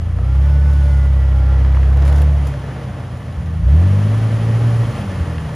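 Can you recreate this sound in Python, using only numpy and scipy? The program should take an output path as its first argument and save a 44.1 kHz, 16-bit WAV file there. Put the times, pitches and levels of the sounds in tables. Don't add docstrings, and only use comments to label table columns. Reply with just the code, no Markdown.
import sys
import numpy as np
from scipy import signal
from scipy.fft import rfft, irfft
from scipy.io import wavfile
from scipy.ndimage import uniform_filter1d

SR = 44100
rng = np.random.default_rng(int(sys.argv[2]) if len(sys.argv) > 2 else 0)


def store_wav(level_fs):
    pcm = np.round(np.clip(np.atleast_2d(level_fs), -1, 1) * 32767)
    wavfile.write(sys.argv[1], SR, pcm.T.astype(np.int16))


N = 244755

# (time [s], firing rate [Hz])
SPEED = [(0, 54.8), (.13, 56.5), (.26, 64), (.46, 70), (.68, 71.1), (1.35, 65.6), (1.9, 66.9), (2.24, 72.6),
         (2.7, 66.6), (3.6, 52.4), (3.87, 95.5), (4.17, 109.8), (4.42, 111.4), (4.68, 115.8), (4.89, 114.5),
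         (5.16, 90), (5.4, 78.4), (5.55, 77.6)]
# (time [s], level [dB])
LOAD = [(0, -31), (.2, -17.5), (.4, -10), (1.3, -11.5), (2.25, -9.5), (2.43, -14), (2.6, -30), (3.3, -44),
        (3.55, -42), (3.66, -10), (3.74, -7), (3.9, -11.5), (4.38, -15.5), (4.55, -12.7), (4.8, -13.5),
        (4.93, -25.5), (5.2, -22.5), (5.55, -31)]
CRAWL_HZ, PULL_DB = 68, -10
# (multiple of firing rate [1], level [dB], change with load [dB/dB])
LOW_ORDERS = [(1.5, -26.5, 0.45), (2, -22, 0.29), (3, -45.5, 0.5)]
# (frequency [Hz], gain [dB])
SILENCER = [(80, 14.5), (105, 0.5), (120, -3.5), (140, -0.5), (156, 1), (172, -6.5), (200, -2.5),
            (232, -13), (270, 9.5), (340, -17)]
# (start [s], length [s], level of 1.5th order [dB], level of 3rd order before bark [dB])
LUGS = [(0, 0.233, -19.5, -36.5), (3.404, .22, -20.5, -28)]
LUG_ATTACK_S, LUG_RELEASE_S = 0.038, 0.032
# (multiple of firing rate [1], level relative to the firing tone at 110 Hz firing rate,
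# before tailpipe lift and bark [dB])
GROWL = [(2.5, -29), (3.5, -30), (4, -35), (4.5, -39), (5, -34.5), (6, -36)]
# (frequency [Hz], half width [Hz], lift [dB])
TAILPIPE_PEAKS = [(263, 10, 7), (455, 21, 3.5), (580, 35, -2)]
BARK_DB, BARK_OCT_PER_S = 5, 3.3
BURBLE_DB, BURBLE_DB_PER_OCT, BURBLE_PER_LOAD = -30.5, 7, -0.13
# (frequency [Hz], width [Hz], relative level [dB])
PIPE = [(80.4, 32, 0.5), (125, 32, 1.5), (192, 230, -11)]
# (time [s], peak level [dB], pitch [Hz])
POPS = [(2.855, -28, 198), (3.374, -10.5, 79.3), (5.196, -13, 74)]
POP_SWELL_S = .0105
# (firing rate [Hz], level [dB])
BAY_LEVEL = [(53, -41), (60, -41), (68, -38), (88, -36), (115, -34)]
BAY_DB_PER_S = 0.4541
# (frequency [Hz], relative spectral level [dB per Hz])
FAN = [(120, -6.5), (210, -19), (275, 6), (370, 0), (700, 0), (1000, -3.5), (1550, -8), (2000, -10),
       (2350, -14), (3200, -15), (3700, -23), (7000, -29), (9700, -26), (11500, -34.5), (15000, -48)]
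TREBLE_DB, TREBLE_DB_PER_OCT = 2.5, 1
# (frequency [Hz], width [Hz], relative level [dB])
BLOCK = [(477, 6.2, 7.5), (578, 22, 5.5), (798, 53, -10), (1129, 170, -8), (1735, 27, -5.5),
         (1878, 44, -11.5), (3096, 17, -17.5)]
PULLEY = 4.187
# (multiple of pulsing rate [1], relative level [dB])
PUMP = [(2, 0), (3, -2.5), (5, -1.5), (6, -20), (7, -4), (8, -20), (12, -21), (15, -27), (17, -29),
        (18, -28), (19, -27)]
# (start [s], length [s], level of whine [dB], level of squeal [dB]),
# each the rms level of a partial listed at 0 dB
TURNS = [(.26, .05, -45.5, -60), (.48, .38, -44.5, -54), (.92, .1, -42.5, -41), (1.2, .06, -48, -46),
         (1.36, .16, -43.5, -53), (1.56, .14, -55, -45), (2.13, .07, -45, -53)]
TURN_ATTACK_S, TURN_RELEASE_S = .05, .08
# (frequency [Hz], width [Hz], level relative to unfiltered whine [dB])
HOUSING = [(3530, 120, -6), (5010, 90, 6), (5330, 120, 0)]
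# (time of height [s], half length [s], level [dB])
SCRAPES = [(1.6, 0.34, -35), (2.12, 0.21, -33), (2.78, 0.38, -37)]
# (frequency [Hz], relative spectral level [dB per Hz])
SCRAPE_COLOUR = [(150, -23.5), (280, 7.5), (370, -1), (480, 4.5), (750, 1), (1100, -5), (1500, -6),
                 (3000, -19.5), (6000, -30), (15000, -54)]
# (time of height [s], half length [s], level [dB])
CRUSHES = [(.85, .2, -48), (2.075, 0.03, -41.5), (2.17, .06, -43.5), (2.48, 0.049, -46.5)]
# (time [s], peak level [dB], gain of middle relative to treble [dB])
SNAPS = [(0.7322, -34, 6), (1.9709, -34, 9), (2.0228, -26, 25), (2.0517, -29, 9), (2.0787, -24, 12),
         (2.126, -26.5, 15), (2.16, -34, -2), (2.1812, -29, 15), (2.2184, -25, 13), (2.4704, -28, 6),
         (3.1715, -42, 8)]
# (start [s], length [s], pitch at start [Hz], peak level before its wander [dB])
GROANS = [(2.09, .05, 600, -39), (2.28, .06, 640, -35)]
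GROAN_RISE_HZ, GROAN_ATTACK_S, GROAN_RELEASE_S = 80, 0.016, 0.043
# (time [s], peak level [dB], pitch [Hz])
KNOCKS = [(0.1866, -25.5, 770), (1.167, -30, 1101), (1.649, -27.5, 1410), (1.7472, -26, 1850),
          (1.7694, -21.5, 1110), (1.8306, -27, 1500), (2.539, -26, 1295), (4.833, -25, 805),
          (5.382, -24, 1682), (5.42, -25, 665), (5.491, -26.5, 1052)]
KNOCK_DECAY_S = .0022
# (frequency [Hz], level relative to direct sound [dB])
DIFFUSE = [(60, -34), (170, -25), (350, -19.5), (700, -14.5), (2800, -13.5), (5000, -8.5), (9000, -13),
           (14000, -13)]
# (frequency [Hz], lead of left port [rad])
PORT_PHASE = [(60, 0), (400, -.03), (1640, -.3), (3100, .35), (6720, -.2), (7410, -1.7), (9730, -6.1),
              (12300, -9.7), (15200, -15.3)]
TOP_HZ = 15300


def exhaust(phase, hz):
    fire_db, = curves(LOAD)
    odd_db, second_db, third_db = low_orders(hz, fire_db)
    burble_db = BURBLE_DB + BURBLE_DB_PER_OCT * np.log2(hz / CRAWL_HZ)
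    burble_db = burble_db + BURBLE_PER_LOAD * (fire_db - PULL_DB)
    speed_db = 20 * np.log10(hz / 110)
    bark_db = acceleration_bark(hz)
    crank_db = np.maximum(fire_db - 34.5, burble_db - 14.5 + 4 * speed_db)
    orders = [(.5, crank_db), (1, fire_db), (1.5, odd_db), (2, second_db + bark_db / 2), (3, third_db + bark_db)]
    for k, db in GROWL:
        growl_db = fire_db + db + 2.02 * speed_db + growl_lift(k * hz) + bark_db
        orders.append((k, growl_db))
    tone = 0
    for k, db in orders:
        lag = np.pi / 2 * (k - 1) ** 2
        tone = tone - np.sqrt(2) * undb(db) * np.cos(2 * np.pi * k * phase - lag)
    return tone + undb(burble_db) * burble(phase)


def burble(phase):
    uneven = strokes(2 * phase, 2.8) * np.sign(noise())
    band = 1 / (1 + (45 / bins()) ** 6) / (1 + (bins() / 250) ** 6)
    ringing = through(uneven, resonances(PIPE) * band)
    return ringing / np.sqrt(uniform_filter1d(ringing ** 2, SR // 8) + 1e-12)


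def low_orders(hz, fire_db):
    at_hz, pass_db = np.transpose(SILENCER)
    levels = []
    for k, db, share in LOW_ORDERS:
        levels.append(db + share * (fire_db - PULL_DB) + np.interp(k * hz, at_hz, pass_db))
    odd, second, third = levels
    for s, length_s, odd_db, third_db in LUGS:
        lug = gate(s, length_s, LUG_ATTACK_S, LUG_RELEASE_S)
        odd = odd + lug * (odd_db - odd)
        third = third + lug * (third_db - third)
    return odd, second, third


def growl_lift(hz):
    return sum(db / (1 + ((hz - centre) / half_width) ** 2) for centre, half_width, db in TAILPIPE_PEAKS)


def acceleration_bark(hz):
    climb = uniform_filter1d(np.gradient(np.log2(hz)) * SR, SR // 10)
    return BARK_DB * np.tanh(np.maximum(climb, 0) / BARK_OCT_PER_S)


def pops():
    out = 0
    for s, db, hz in POPS:
        t = np.maximum(np.arange(N) / SR - s, 0)
        envelope = t ** 2 * np.exp(-t / POP_SWELL_S)
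        out = out + peak(envelope * np.sin(2 * np.pi * hz * t), db)
    return out


def engine_bay(phase, hz):
    bay_db = np.interp(hz, *np.transpose(BAY_LEVEL)) + BAY_DB_PER_S * np.arange(N) / SR
    return undb(bay_db) * (fan(phase, hz) + undb(-4.5) * block_ringing(phase))


def fan(phase, hz, pulse_depth=0.02, flicker_db=0.7):
    throb = 1 + pulse_depth * np.cos(2 * np.pi * phase)
    flicker = undb(flicker_db * walk(39))
    rush = unit(through(noise() * throb * flicker, undb(shape(FAN))))
    treble = through(rush, 1 / (1 + (3600 / bins()) ** 4))
    treble_db = TREBLE_DB + TREBLE_DB_PER_OCT * np.log2(hz / CRAWL_HZ)
    return rush - treble + treble * undb(treble_db)


def block_ringing(phase):
    taps = strokes(2 * phase + 0.037 * walk(100), 1.45)
    t = np.arange(SR // 30) / SR
    rattle = signal.fftconvolve(taps, np.exp(-t / 0.0082))[:N] * noise()
    belt = np.sin(2 * np.pi * PULLEY * phase) + 0.76 * np.sin(2 * np.pi * 5 * phase)
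    block = unit(through(unit(rattle) + undb(-40) * belt, resonances(BLOCK)))
    return block / np.sqrt(uniform_filter1d(block ** 2, SR // 3))


def steering_pump(phase, waver_db=1.6):
    turn = PULLEY * phase + .005 * walk(9)
    low = shrill = 0
    for s, length_s, low_db, shrill_db in TURNS:
        effort = gate(s, length_s, TURN_ATTACK_S, TURN_RELEASE_S)
        low = np.maximum(low, undb(low_db) * effort)
        shrill = np.maximum(shrill, undb(shrill_db) * effort)
    whine = 0
    for k, db in PUMP:
        load = shrill if k == 7 else low
        waver = waver_db * walk(4.4)
        whine = whine + load * undb(db + waver) * np.sin(2 * np.pi * k * turn)
    return np.sqrt(2) * through(whine, 1 + resonances(HOUSING))


def tyre():
    return crushing() + scraping() + snapping()


def crushing(grains_per_s=2600):
    grains = (rng.random(N) < grains_per_s / SR) * noise()
    colour = shape([(300, -1), (800, 20), (1500, 2.5), (4000, 4.5), (7000, 3), (10000, 4), (15000, -24)])
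    return unit(through(grains, undb(colour))) * swells(CRUSHES)


def scraping(judder_db=1.0):
    rough = noise() * undb(judder_db * walk(68))
    return unit(through(rough, undb(shape(SCRAPE_COLOUR)))) * swells(SCRAPES)


def snapping():
    out = 0
    for s, db, middle_db in SNAPS:
        colour = resonance(7500, 6000) + undb(middle_db) * resonance(2200, 1700)
        out = out + peak(through(burst(s, 0.0054), colour), db)
    return out


def groans():
    t = np.arange(N) / SR
    out = 0
    for s, length_s, hz, db in GROANS:
        jitter = 1 + .07 * walk(80)
        pitch = (hz + GROAN_RISE_HZ * np.clip((t - s) / length_s, 0, 1)) * jitter
        envelope = gate(s, length_s, GROAN_ATTACK_S, GROAN_RELEASE_S) * undb(db + 2 * walk(40))
        out = out + envelope * np.sin(2 * np.pi * np.cumsum(pitch) / SR)
    return out


def knocks(width_share=0.69):
    t = np.arange(N) / SR
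    out = 0
    for s, db, hz in KNOCKS:
        age = np.maximum(t - s, 0)
        ring = np.exp(-age / KNOCK_DECAY_S) * np.sin(2 * np.pi * hz * age)
        grit = peak(through(burst(s, KNOCK_DECAY_S), resonance(hz, width_share * hz) ** 2), 0)
        out = out + peak(grit + ring / 2, db)
    return out


def scattered(direct):
    scatter = rfft(burst(0.014, 0.012))
    rms_gain = np.sqrt(np.mean(np.abs(scatter) ** 2))
    return through(direct, scatter / rms_gain * undb(shape(DIFFUSE)))


def undb(db):
    return 10 ** (np.asarray(db) / 20)


def unit(x):
    return x / np.sqrt(np.mean(x ** 2) + 1e-18)


def peak(x, db):
    return x * undb(db) / np.max(np.abs(x))


def curves(table):
    s, *columns = np.transpose(table)
    return [np.interp(np.arange(N) / SR, s, c) for c in columns]


def bins():
    return np.maximum(np.arange(N // 2 + 1) * SR / N, 1)


def shape(points):
    hz, value = np.transpose(points)
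    return np.interp(np.log(bins()), np.log(hz), value)


def through(x, response):
    return irfft(rfft(x) * response, N)


def resonance(hz, width):
    return 1 / (1 + 1j * (bins() ** 2 - hz ** 2) / (bins() * width))


def resonances(table):
    return sum(undb(db) * resonance(centre, width) for centre, width, db in table)


def noise():
    return rng.standard_normal(N)


def walk(rate):
    return unit(through(noise(), 1 / (1 + (bins() / rate) ** 4)))


def strokes(phase, scatter_db):
    turns = np.diff(np.floor(phase), prepend=np.floor(phase[0]))
    return turns * undb(scatter_db * noise())


def burst(s, decay_s):
    t = np.arange(N) / SR - s
    return (t >= 0) * np.exp(-np.abs(t) / decay_s) * noise()


def gate(start_s, length_s, attack_s, release_s):
    t = np.arange(N) / SR - start_s
    return np.exp(-(np.minimum(t, 0) / attack_s) ** 2 - (np.maximum(t - length_s, 0) / release_s) ** 2)


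def swells(table):
    return sum(undb(db) * gate(s, 0, half_s, half_s) for s, half_s, db in table)


def scene():
    hz, = curves(SPEED)
    phase = np.cumsum(hz) / SR + .5
    direct = exhaust(phase, hz) + pops() + engine_bay(phase, hz) + steering_pump(phase)
    direct = direct + tyre() + groans() + knocks()
    side = scattered(direct)
    lead = np.exp(.5j * shape(PORT_PHASE))
    return np.array([through(direct + side, lead), through(direct - side, 1 / lead)])


def record(dry):
    colour = 1 - .8 * resonance(8480, 800)
    heard = np.array([through(channel, colour) for channel in dry])
    return signal.sosfilt(signal.ellip(8, .2, 70, TOP_HZ, fs=SR, output="sos"), heard)


dry = scene()
out = record(dry)
store_wav(out)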